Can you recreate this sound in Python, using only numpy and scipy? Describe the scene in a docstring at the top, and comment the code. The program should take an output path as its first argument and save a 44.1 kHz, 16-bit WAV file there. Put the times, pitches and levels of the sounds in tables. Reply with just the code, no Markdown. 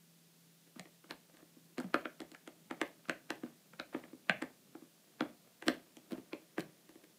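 """A cat works its claws into a corrugated cardboard pad set in a round plastic tray, on a living-room carpet.
Each claw that lets go tears fibres (noisy tick), snaps a paper wall (short ringing) and thumps the pad
in its tray (low ringing). In between, paws rustle: thousands of tiny random breaks and skipping claw tips.
The ceiling and a small damped room answer with echoes and a tail, over a faint fading hum and hiss."""
import sys
import numpy as np
from scipy import signal
from scipy.fft import rfft, irfft
from scipy.io import wavfile
from scipy.ndimage import uniform_filter1d

SR = 44100
rng = np.random.default_rng(int(sys.argv[2]) if len(sys.argv) > 2 else 0)


def dump(signal):
    """Clip the signal to [-1, 1] and save it as 16-bit WAV at the path in sys.argv[1]."""
    limited = np.clip(np.atleast_2d(signal).T, -1, 1)
    pcm = np.round(limited * 32767).astype(np.int16)
    wavfile.write(sys.argv[1], SR, pcm)


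N = 316638  # length in samples

# claws letting go: time [t/s], paper snap [f/Hz], snap [level/dB], edge crack [level/dB],
# fibre tick [level/dB], thump [f/Hz], thump [level/dB]
SNAGS = [(0.7955, 2140, -51.5, -51.5, -53, 176, -49.5), (0.8551, 2250, -63, -72, -85, 326, -60),
         (1.0417, 1400, -63, -89, -87, 308, -62.5), (1.109, 1568, -46.5, -47, -60, 275, -48.5),
         (1.3698, 1900, -66.5, -72, -71, 312, -76), (1.426, 1280, -69.5, -85, -79, 325, -57),
         (1.7812, 1880, -48, -61, -53.5, 280, -37.5), (1.7894, 1432, -62, -55, -80, 294, -36),
         (1.8008, 1570, -48.5, -65, -54.5, 256, -49), (1.9423, 1517, -28, -44, -50.5, 305.3, -31),
         (2.0545, 1536, -40.5, -64, -77, 290, -42), (2.2034, 1330, -52, -53, -57, 290, -45.5),
         (2.2165, 1860, -57.5, -79, -65, 323, -48), (2.3171, 1880, -68, -61.5, -62.5, 300, -54),
         (2.3475, 1520, -53, -83, -66, 318, -71), (2.4756, 1360, -52.5, -67, -60.5, 300, -48.5),
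         (2.7099, 1515, -44, -86, -58.5, 288, -39.5), (2.8142, 1840, -34.5, -48.5, -48, 321, -34),
         (3.054, 1440, -61, -74, -84, 180, -84), (3.0852, 1366, -55.5, -65, -67, 200, -45),
         (3.0955, 1750, -33.5, -46, -47.5, 297.6, -39.5), (3.304, 1750, -39.5, -46.5, -49, 311, -40),
         (3.4344, 1888, -56.5, -80, -77, 271, -37), (3.7344, 1535, -58.5, -78, -75, 192, -62),
         (3.7982, 1520, -41.5, -46.5, -62, 275, -47.5), (3.9468, 1190, -45.5, -83, -80, 296, -35),
         (4.0379, 1990, -57, -83, -83, 275, -53.5), (4.2955, 1795, -25.5, -42, -48.5, 200, -35.5),
         (4.4189, 2080, -50, -75, -60, 293, -44), (4.4226, 1870, -42.5, -63, -53, 292, -40.5),
         (4.7509, 1590, -61, -94, -97, 310, -46), (5.207, 1494, -36.5, -45.5, -57, 273, -32),
         (5.6237, 1810, -49, -60, -62, 374.5, -52.5), (5.682, 1880, -32, -37, -38.5, 296, -27.5),
         (5.969, 3040, -63, -73.5, -59.5, 284.5, -52.5), (6.1204, 1310, -59.5, -59, -75, 228, -38.5),
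         (6.13, 1220, -62, -65, -67, 294, -40), (6.3315, 2390, -46.5, -55, -80, 315.5, -40.5),
         (6.5808, 1840, -41.5, -61, -60, 333, -35.5), (6.606, 2270, -52.5, -52, -56, 278, -75),
         (6.8918, 1930, -68, -73, -67.5, 316, -57.5), (6.9557, 1940, -70.5, -76, -78, 317, -53.5)]
# a paper wall of the corrugation: multiple of the snap pitch [1], strength [level/dB], time to fall 60 dB [t/s]
PAPER_WALL = [(0.841, -6.5, 0.013), (1.0, 5, 0.002), (1.22, -8, 0.01), (1.62, -25, 0.009)]
# the plastic tray's ringing: pitch [f/Hz], strength [level/dB], time to fall 60 dB [t/s]
PLASTIC_TRAY = [(530, -1, 0.013), (709, 3.5, 0.0092), (811, -2.5, 0.015), (1225, -7, 0.0118)]
LEAD_S = .03  # the claw or paw starts to drag or scuff this long before its main moment


def undb(db):
    """Turn decibels into a plain factor."""
    return 10 ** (np.asarray(db) / 20)


def level(x, db):
    """Set the rms (average) level."""
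    return x * undb(db) / np.sqrt(np.mean(x ** 2))


def blow(x, db):
    """Set the energy of a short sound, as a level over 10 ms."""
    return x * undb(db) * np.sqrt(.01 * SR / np.sum(x ** 2))


def fade(t, t60):
    """Exponential decay that starts at t = 0 and falls 60 dB in t60 seconds."""
    return (t >= 0) * np.exp(-np.log(1000) * np.maximum(t, 0) / t60)


def ring(t, modes, hz=1):
    """Fading tones struck at t = 0; neighbours swing in opposite directions."""
    total = 0
    for k, (f, db, t60) in enumerate(modes):
        total = total + (-1) ** k * undb(db) * fade(t, t60) * np.sin(2 * np.pi * f * hz * t)
    return total


def vary(modes):
    """Tones shift a little at random in pitch and level with every snag or bump."""
    return [(f * rng.normal(1, .03), db + rng.normal(0, 2), t60) for f, db, t60 in modes]


def colour(x, points, size=2048):
    """Shape the spectrum through (f/Hz, level/dB) points, with a filter that never sounds ahead of its input."""
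    hz, db = np.transpose(points)
    f = np.maximum(np.fft.rfftfreq(size, 1 / SR), 1)
    gain = undb(np.interp(np.log(f), np.log(hz), db))
    # folding the cepstrum gathers the filter's energy at its start
    cepstrum = irfft(np.log(gain))
    cepstrum[1:size // 2] *= 2
    cepstrum[size // 2 + 1:] = 0
    impulse = irfft(np.exp(rfft(cepstrum)))
    return signal.fftconvolve(x, impulse)[:len(x)]


def cut(x, hz, kind, order=2):
    """Low-pass, high-pass or band-pass."""
    return signal.sosfilt(signal.butter(order, np.minimum(hz, .45 * SR), kind, fs=SR, output="sos"), x)


def walk(rate):
    """Slow random drift with a spread of 1."""
    k = int(SR / rate)
    steps = np.repeat(rng.standard_normal(N // k + 1), k)
    drift = uniform_filter1d(uniform_filter1d(steps, k), k)[:N]
    return drift / drift.std()


def crackle(count, rate, spread_db):
    """Tiny breaks at random moments (rate per second), of very uneven size."""
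    breaks = rng.random(count) < rate / SR
    return breaks * rng.standard_normal(count) * undb(spread_db * rng.standard_normal(count))


def claws(count=4):
    """Every snag and bump at its moment, dealt in turn to a few groups; each group gets its own random room tail."""
    # paws pressing the pad down into its tray: time [t/s], thump [f/Hz], thump [level/dB]
    bumps = [(0.762, 246, -49.5), (1.568, 274, -56), (1.843, 209, -39.5), (4.1313, 290, -46.5),
             (4.8219, 289, -51.5), (5.2208, 311, -36), (5.669, 280, -37), (6.1798, 296, -44),
             (6.586, 179, -41.5), (7.037, 330, -64)]
    groups = np.zeros((count, N + SR))
    events = [(s, snag(*row)) for s, *row in SNAGS]
    events += [(s, bump(*row)) for s, *row in bumps]
    for k, (s, sound) in enumerate(events):
        start = int((s - LEAD_S) * SR)
        groups[k % count, start:start + len(sound)] += sound
    return sum(room(group[:N]) for group in groups)


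def snag(snap_hz, snap_db, crack_db, tick_db, thump_hz, thump_db, count=4096):
    """A claw drags, fibres part, a paper wall flicks free and slaps the next; the heavier pad and tray ring too."""
    # tearing fibres: pitch [f/Hz], strength [level/dB]
    fibres = [(1500, -6.5), (3000, -1), (4400, -3), (5500, -3.5), (7900, 0), (10300, -8.5), (12500, -15),
              (16000, -25.5)]
    # the stiff cut edge of the card: pitch [f/Hz], strength [level/dB], time to fall 60 dB [t/s]
    card_edge = [(3410, 0.5, 0.0075), (3560, 0, 0.0046), (4066, 6, 0.0041)]
    t = np.arange(count) / SR - LEAD_S
    # the claw slips in small jerks, harder as the load grows
    jerks = crackle(count, rate=2300, spread_db=2) * fade(-t, 0.04)
    drag = cut(jerks, (230, 2400), "band", order=3)
    # the drag grows with the snap (9 dB below it) until the claw slips freely
    drag_db = min(snap_db - 9, -52.5)
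    # most fibres part at once, a few straggle
    tear = blow(crackle(count, rate=15000, spread_db=3) * fade(t, 0.0065), 0)
    stragglers = blow(crackle(count, rate=1500, spread_db=4) * fade(t, .035), -10)
    tick = colour(tear + stragglers, fibres)
    crack = ring(t, vary(card_edge))
    # the wall meets its neighbour after two swings
    slap_s = 2 / snap_hz
    wall = vary(PAPER_WALL)
    flick = ring(t, wall, snap_hz) + undb(-5) * ring(t - slap_s, wall, snap_hz)
    # frayed edges turn the paper's ring into a crunch
    fray = cut(crackle(count, rate=12000, spread_db=5) * fade(t, 0.032), 1130, "high", order=3)
    snap = cut(blow(flick, 0) + blow(fray, -3.2), (1080, 3600), "band", order=5)
    paper = blow(drag, drag_db) + blow(snap, snap_db) + blow(crack, crack_db) + blow(tick, tick_db)
    # snap and thump both knock the tray, 3.5 dB under their mean
    knock_db = (snap_db + thump_db) / 2 - 3.5
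    return paper + tray(t, knock_db, thump_hz, thump_db)


def tray(t, knock_db, thump_hz, thump_db):
    """The pad bounces with low fading tones and, half a millisecond later, the plastic tray under it knocks."""
    # the pad bouncing: multiple of the thump pitch [1], strength [level/dB], time to fall 60 dB [t/s]
    pad = [(0.562, -15, 0.058), (.88, 1.5, 0.057), (1.1, 4.5, 0.025)]
    knock = cut(ring(t - .0005, vary(PLASTIC_TRAY)), (300, 1500), "band")
    thump = cut(ring(t, pad, thump_hz), 150, "high", order=3)
    return blow(knock, knock_db) + blow(thump, thump_db)


def bump(thump_hz, thump_db, count=4096):
    """A soft paw scuffs the card and pushes the pad against the tray."""
    t = np.arange(count) / SR - LEAD_S
    scuff = cut(crackle(count, rate=4300, spread_db=11) * fade(np.abs(t), 0.033), (400, 2600), "band")
    # a soft paw stirs the paper and the tray only a little
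    scuff_db, knock_db = thump_db - 23, thump_db - 17.5
    return blow(scuff, scuff_db) + tray(t, knock_db, thump_hz, thump_db)


def paws(count=1024):
    """Soft pads rustle in fits and starts over the cut edges of the card; claw tips skip from wall to wall."""
    # the rustle's colour: pitch [f/Hz], strength [level/dB]
    rustle_colour = [(120, -21), (300, 14), (600, 2), (1000, -8.5), (1900, -4), (3200, -8), (6000, -17),
                     (15000, -16.5)]
    skip_hz, skip_db = 1600, -3.5  # pitch of the skipped walls, and their level over the rustle
    fits_db = 3 * walk(30)
    grains = crackle(N, rate=2000, spread_db=4.0) * undb(fits_db)
    rustle = level(colour(grains, rustle_colour), 0)
    t = np.arange(count) / SR
    wall = blow(ring(t, PAPER_WALL, skip_hz), 0) + blow(ring(t, PLASTIC_TRAY), 3)
    skips = signal.oaconvolve(crackle(N, rate=200, spread_db=3), wall)[:N]
    return room((rustle + level(skips, skip_db)) * rubbing())


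def rubbing():
    """How hard the paws rub: a light shuffle, a slide after each snag and some short strokes."""
    # short paw scrapes, alone or along with a snag: middle [t/s], length [t/s], strength [level/dB]
    scrapes = [(0.672, 0.021, -61), (0.774, 0.027, -59), (1.109, 0.023, -53.5), (1.295, .02, -66),
               (1.341, 0.018, -62), (1.402, .05, -69), (3.939, 0.022, -57.5), (6.597, 0.02, -45.5),
               (4.046, 0.11, -67), (5.086, 0.065, -70), (5.475, 0.064, -70), (5.678, 0.025, -43.5),
               (6.118, 0.022, -52), (6.175, 0.0089, -77), (7.04, 0.012, -68.5), (7.097, 0.018, -64.5)]
    # the paws shuffle from the moment they settle, more as the cat leans in
    settle_s, shuffle_db, lean_db_per_s = 0.83, -82, 0.56
    # after a snag the freed paw slides on (dB over the thump) and comes to rest
    slide_db, slide_t60_s = -23.5, .35
    t = np.arange(N) / SR
    shuffle = (t > settle_s) * undb(shuffle_db + lean_db_per_s * (t - settle_s))
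    slides = sum(undb(thump_db + slide_db) * fade(t - s, slide_t60_s) for s, *_, thump_db in SNAGS)
    strokes = sum(undb(db) * np.exp(-(2 * (t - s) / length) ** 2) for s, length, db in scrapes)
    return shuffle + slides + strokes


def room(x, count=16384):
    """Add a few early echoes and a short tail that loses its treble first."""
    # the tail's strength: pitch [f/Hz], strength [level/dB]
    tail_bands = [(90, 7), (170, -8), (320, -12.5), (600, -4), (1200, -12), (2400, -9.5), (4500, -14.5),
                  (9000, -18), (15000, -6.5)]
    # carpet and sofa soak it up quickly: pitch [f/Hz], time to fall 60 dB [t/s]
    soaking = [(150, .3), (600, .24), (2500, .24), (15000, .13)]
    # the room's standing waves: pitch [f/Hz], strength [level/dB], time to fall 60 dB [t/s]
    standing = [(167.8, -76, 0.28), (255.2, -89, 0.42), (312.3, -67.5, 0.27)]
    # ceiling and furniture: delay [t/s], strength [level/dB], low-pass [f/Hz]
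    echoes = [(.0058, -12, 2006), (0.0123, -12.5, 4097), (0.0157, -10.5, 700), (0.0174, -21.5, 5600),
              (0.03, -24.5, 1492)]
    t = np.arange(count) / SR
    hz, db = np.transpose(tail_bands)
    t60 = np.interp(hz, *np.transpose(soaking))
    log_f = np.log(np.maximum(np.fft.rfftfreq(count, 1 / SR), 1))
    noise = rfft(rng.standard_normal(count))
    tail = ring(t - .013, standing)
    build_up = np.clip((t - .004) / 0.0092, 0, 1)
    # each band of noise fades at its own pace; neighbouring bands overlap
    for k, share in enumerate(np.eye(len(hz))):
        shape = fade(t, t60[k]) * build_up
        band = irfft(noise * np.interp(log_f, np.log(hz), share))
        tail = tail + undb(db[k]) * band * shape / np.sqrt(np.sum(shape ** 2))
    for s, echo_db, top_hz in echoes:
        # soft surfaces smear each echo in time
        smear = np.maximum(1 - np.abs(2 * top_hz * (t - s)), 0)
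        tail = tail + undb(echo_db) * smear / smear.sum()
    return x + signal.oaconvolve(x, tail)[:N]


def background():
    """An appliance's wavering hum slowly fades in quiet, hissing air whose low murmur swells and sinks."""
    # still air and microphone hiss: pitch [f/Hz], strength [level/dB]
    air_colour = [(25, -17), (60, -12), (95, -5), (135, 13), (200, 16), (300, 9), (500, 3), (1000, -5),
                  (1800, -5), (3500, -3), (8000, -5), (15000, -6)]
    hum_hz, hum_db, hum_db_per_s = 166.5, -69.5, -1.5  # mean pitch, level before the fade, fade
    air_db = -65.5  # before the murmur moves
    murmur_hz, murmur_swell_db = 450, 3  # the murmur lies below this pitch; spread of its level
    turns = np.cumsum(1 + 0.004 * walk(3.5)) / SR
    hum_change_db = hum_db_per_s * np.arange(N) / SR + walk(14)
    hum = level(np.sin(2 * np.pi * hum_hz * turns), hum_db) * undb(hum_change_db)
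    air = level(colour(rng.standard_normal(N), air_colour), air_db)
    # add or take away low air so that it moves around 2 dB below its plain level
    murmur_change = undb(murmur_swell_db * walk(5) - 2) - 1
    murmur = cut(air, murmur_hz, "low", order=1) * murmur_change
    return hum + air + murmur


def scene():
    """The cat and the quiet room, in one channel."""
    return (claws() + paws() + background())[None]


def record(dry):
    """The phone thins the deep bass and cuts the top."""
    thinned = cut(dry, 76, "high", order=1)
    top_cut = signal.ellip(10, .2, 70, 15550, fs=SR, output="sos")  # steep low-pass at 15550 Hz
    return signal.sosfilt(top_cut, thinned)


dry = scene()
out = record(dry)
dump(out)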